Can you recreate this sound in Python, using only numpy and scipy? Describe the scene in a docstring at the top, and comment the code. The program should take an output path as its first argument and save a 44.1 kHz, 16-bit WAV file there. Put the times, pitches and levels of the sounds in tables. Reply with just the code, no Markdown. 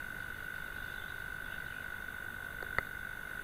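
"""Mole cricket beside a pond

A mole cricket churrs from its burrow: fifty wing strokes a second, each a short run of file teeth ringing
the wing and burrow near 1.5 kHz, with scattered echo from reeds and trees. Far birds twitter faintly in gliding,
warbled tones over a patchy band of wider chorus. Shaped noise gives outdoor rumble and recorder hiss, with a
faint steady whine; two knocks ring the recorder body late on. Six notch filters cut the treble."""
import sys
import numpy as np
from scipy import signal
from scipy.fft import rfft, irfft
from scipy.io import wavfile
from scipy.ndimage import uniform_filter1d

SR = 44100
rng = np.random.default_rng(int(sys.argv[2]) if len(sys.argv) > 2 else 0)


def gain_from_db(level_db):
    """Convert decibel levels to linear amplitude factors (20 dB per decade)."""
    decades = np.asarray(level_db, float) / 20
    return 10 ** decades


def waveform_to_disk(signal):
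    """Save audio, clipped to [-1, 1], as 16-bit WAV at the path in sys.argv[1]."""
    frames = np.transpose(np.atleast_2d(signal))
    scaled = np.clip(frames, -1, 1) * 32767
    samples = np.round(scaled).astype(np.int16)
    wavfile.write(sys.argv[1], SR, samples)


N = 151263  # samples, about 3.4 s


def level(x, db):
    """Scale to an rms level in dB."""
    return x * gain_from_db(db) / np.sqrt(np.mean(x ** 2))


def walk(rate):
    """Slow random curve of spread 1: noise averaged twice over 1/rate seconds."""
    k = int(SR / rate)
    w = uniform_filter1d(uniform_filter1d(rng.standard_normal(N), k), k)
    return w / w.std()


def add(out, t, x):
    """Mix x into out from time t in seconds."""
    i = int(t * SR)
    out[i:i + len(x)] += x[:max(len(out) - i, 0)]


def ramp(u):
    """Smooth rise from 0 to 1."""
    return np.sin(np.pi / 2 * np.clip(u, 0, 1)) ** 2


def scatter(x, db, t60):
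    """Add a diffuse outdoor echo: decaying noise that falls 60 dB in t60 seconds."""
    tail = np.arange(SR // 3) / SR
    echo = rng.standard_normal(len(tail)) * gain_from_db(-60 * tail / t60) * ramp(tail / 0.01)
    echo = echo / np.sqrt(np.sum(echo ** 2))
    return x + gain_from_db(db) * signal.fftconvolve(x, echo)[:N]


def air():
    """Rumble, distant rustle and hiss: noise in third-octave bands, each flickering a little, plus a whine."""
    # colour of the background, density relative to the other rows: f/Hz, level/dB
    colour_points = [(20, -58), (60, -61.5), (150, -66), (300, -72), (500, -73), (750, -74), (1100, -73.5),
                     (1400, -72.5), (2100, -71), (2350, -85), (2900, -77), (3600, -74.5), (4300, -90.5),
                     (5000, -97.5), (6200, -90.5), (8000, -91.5), (10500, -88), (14500, -86),
                     (15300, -86.5), (15800, -104.5)]
    air_db, flicker_db = -48, .6
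    whine_hz, whine_db = 9231, -84
    hz = np.maximum(np.fft.rfftfreq(N, 1 / SR), 1)
    point_hz, point_db = np.array(colour_points).T
    colour = gain_from_db(np.interp(np.log(hz), np.log(point_hz), point_db))
    spectrum = colour * rfft(rng.standard_normal(N))
    place = 3 * np.log2(np.clip(hz, 20, 20480) / 20)  # third-octaves above 20 Hz
    out = np.zeros(N)
    for k in range(31):
        share = np.clip(1 - np.abs(place - k), 0, 1)  # neighbouring bands crossfade
        out += gain_from_db(flicker_db * walk(5.1)) * irfft(spectrum * share, N)
    whine = gain_from_db(whine_db) * np.sin(2 * np.pi * whine_hz * np.arange(N) / SR)
    return level(out, air_db) + whine


def cricket():
    """Each stroke speeds up to the tooth rate, slows as it closes and stops; wing rings, reeds and trees echo."""
    # how late the strokes fall against a steady beat: t/s, lag/ms
    lag = [(0.02, 0.5), (0.14, 1.1), (0.28, -0.7), (0.4, 1.5), (0.5, -1.3), (0.52, -2.4), (0.66, -2.8),
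           (0.82, -1.5), (0.92, -5.6), (1.18, -4.4), (1.28, -5.8), (1.34, -3.6), (1.46, -3.9), (1.48, -5.3),
           (1.5, -5.3), (1.8, -3.3), (1.98, -6.3), (2.02, -4.9), (2.36, -5.4), (2.51, -3.1), (2.67, -3.9),
           (2.78, -2.0), (2.91, 1.2), (3.03, -0.1), (3.09, 1.4), (3.39, 2.1)]
    first_stroke_s, stroke_period_ms = .0006, 20.05
    wander_ms, carry = .4, .3  # spread of the beat's wander; share carried to the next stroke
    attack_ms, hold_ms, release_ms = 1.6, 6.2, 2.4
    sag_db = -4  # level change over one hold time
    tooth_hz, pitch_scatter_hz = 1550, 5.4
    start_flat_hz, settle_ms, end_flat_hz = 119, 2.9, 37.8
    stroke_scatter_db, tooth_flutter_db = .5, 1.5
    wing_hz, wing_width_hz = 1500, 260
    churr_db, echo_db, echo_t60_s = -44, -11, .15

    beat = np.arange(first_stroke_s, N / SR, stroke_period_ms / 1000)
    timing, loudness, pitch = rng.standard_normal((len(beat), 3)).T
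    wander = signal.lfilter([np.sqrt(1 - carry ** 2)], [1, -carry], timing) * wander_ms
    starts = beat + (np.interp(beat, *np.array(lag).T) + wander) / 1000

    t = np.arange(N) / SR
    stroke = np.clip(np.searchsorted(starts, t) - 1, 0, None)
    ms = np.maximum(t - starts[stroke], 0) * 1000  # time since the stroke began
    length_ms = attack_ms + hold_ms + release_ms
    shape = ramp(ms / attack_ms) * ramp((length_ms - ms) / release_ms)
    db = sag_db * ms / hold_ms + stroke_scatter_db * loudness[stroke] + tooth_flutter_db * walk(220)

    # phase in turns: steady tooth rate, less the flat start and the slowing close
    steady = (tooth_hz + pitch_scatter_hz * pitch[stroke]) * ms
    flat_start = start_flat_hz * settle_ms * (1 - np.exp(-ms / settle_ms))
    slow_close = end_flat_hz * hold_ms / 5 * (ms / hold_ms) ** 5
    turns = (steady - flat_start - slow_close) / 1000
    teeth = shape * gain_from_db(db) * np.sin(2 * np.pi * turns)
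    wing = signal.iirpeak(wing_hz, wing_hz / wing_width_hz, SR)
    song = level(signal.lfilter(*wing, teeth), churr_db)
    return scatter(song, echo_db, echo_t60_s)


def birds():
    """Far phrases glide and warble in pitch and strength; trees smear them; a noise band stands for the chorus."""
    # wider chorus blurred into a band that thins out: t/s, level/dB
    chorus_levels = [(0, -60.5), (1.0, -60), (1.8, -62), (2.2, -66), (3.43, -65)]
    # warbled phrases: start t/s, length/s, start f/Hz, end f/Hz, level/dB before warble
    phrases = [(0.752, .07, 3600, 3700, -59), (0.872, .06, 3600, 3400, -57.5),
               (.935, 0.056, 3600, 3450, -56), (1.005, 0.056, 3350, 3510, -59),
               (1.08, 0.051, 3650, 3470, -58), (.858, 0.018, 4400, 4370, -72),
               (.945, .015, 2900, 2680, -58), (1.44, .04, 3600, 3360, -61), (1.51, 0.04, 3450, 3700, -61),
               (1.469, .07, 2900, 2750, -59), (1.64, .04, 3750, 3600, -59), (1.674, 0.021, 2900, 2850, -56),
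               (1.7, 0.11, 2900, 2800, -61)]
    warble_rate, warble_hz, warble_db = 220, 170, 5  # per second, then spreads of pitch and level
    trees_db, trees_t60_s = 2, .2
    chorus_band_hz, patchy_db = [2600, 4000], 1.8

    out, wobble, throb = np.zeros(N), walk(warble_rate), walk(warble_rate)
    for start, length, hz0, hz1, db in phrases:
        u = np.linspace(0, 1, int(length * SR))
        i = int(start * SR) + np.arange(len(u))
        hz = hz0 + (hz1 - hz0) * u + warble_hz * wobble[i]
        shape = ramp(u / 0.1) * ramp((1 - u) / 0.28) * gain_from_db(db + warble_db * throb[i])
        add(out, start, shape * np.sin(2 * np.pi * np.cumsum(hz) / SR))

    band = signal.butter(2, chorus_band_hz, "bandpass", fs=SR, output="sos")
    chorus = level(signal.sosfilt(band, rng.standard_normal(N)), 0)
    chorus_db = np.interp(np.arange(N) / SR, *np.array(chorus_levels).T) + patchy_db * walk(35)
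    return scatter(out, trees_db, trees_t60_s) + gain_from_db(chorus_db) * chorus


def knocks():
    """A short push rings the body modes and a bright snap marks the contact; the hard knock bounces once."""
    # contacts: t/s, level/dB, brightness/(dB per octave about 1 kHz), thump/dB against level, tick level/dB
    contacts = [(2.6258, -28.5, -5.5, -20, -42.5), (2.784, -15, 2.6, 1.7, -34.5),
                (2.7860, -30.5, -1.7, -1, -56)]
    # ringing modes of the recorder body: f/Hz, level/dB against the contact, t60/s
    body = [(87.5, -12.5, 0.027), (228, -22, 0.036), (385, -16, 0.044), (542, -10, 0.021),
            (750, -14, 0.032), (930, -15.5, 0.024), (1308, -5.5, 0.024), (1843, -1.5, 0.011),
            (2058, -5.5, 0.02), (2850, -30, .015), (3600, -2.5, 0.018), (4400, 2.3, 0.0092),
            (6740, -12, 0.0086)]
    thump_hz, tick_hz = 300, 3000  # modes below are the thump, modes above the tick
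    contact_ms = .45
    snap_db, snap_t60_s = -8, .005  # snap gain against the tick

    out, t = np.zeros(N), np.arange(SR // 8) / SR
    for start, db, tilt_db, thump_db, tick_db in contacts:
        ring = np.zeros(len(t))
        for k, (hz, mode_db, t60) in enumerate(body):
            if hz > tick_hz:
                push_db = tick_db
            elif hz < thump_hz:
                push_db = db + thump_db
            else:
                push_db = db + tilt_db * np.log2(hz / 1000)
            decay = gain_from_db(mode_db + push_db - 60 * t / t60)
            ring += (-1) ** k * decay * np.sin(2 * np.pi * hz * t)  # modes alternate in sign
        ring *= ramp(t * 1000 / contact_ms)
        bright_noise = np.diff(rng.standard_normal(len(t) + 1))
        snap = bright_noise * gain_from_db(tick_db + snap_db - 60 * t / snap_t60_s)
        add(out, start, ring + snap)
    return out


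def scene():
    """Pond-side air, cricket, far birds and knocks, on one channel."""
    return (air() + cricket() + birds() + knocks())[None]


def band_limit(x):
    """A steep low-pass at the top of the band."""
    return signal.sosfilt(signal.butter(12, 16410, fs=SR, output="sos"), x)


def record(dry):
    """A steep top cut, then notch filters in the treble."""
    # notch filters: f/Hz, width/Hz
    notches = [(3187, 620), (4080, 390), (5125, 360), (5674, 330), (7127, 680), (8183, 50)]
    top_cut = signal.ellip(12, .5, 70, 15760, fs=SR, output="sos")  # ripple dB, stopband dB, edge Hz
    mix = signal.sosfilt(top_cut, dry)
    for hz, width_hz in notches:
        mix = signal.lfilter(*signal.iirnotch(hz, hz / width_hz, SR), mix)
    return band_limit(mix)


dry = scene()
out = record(dry)
waveform_to_disk(out)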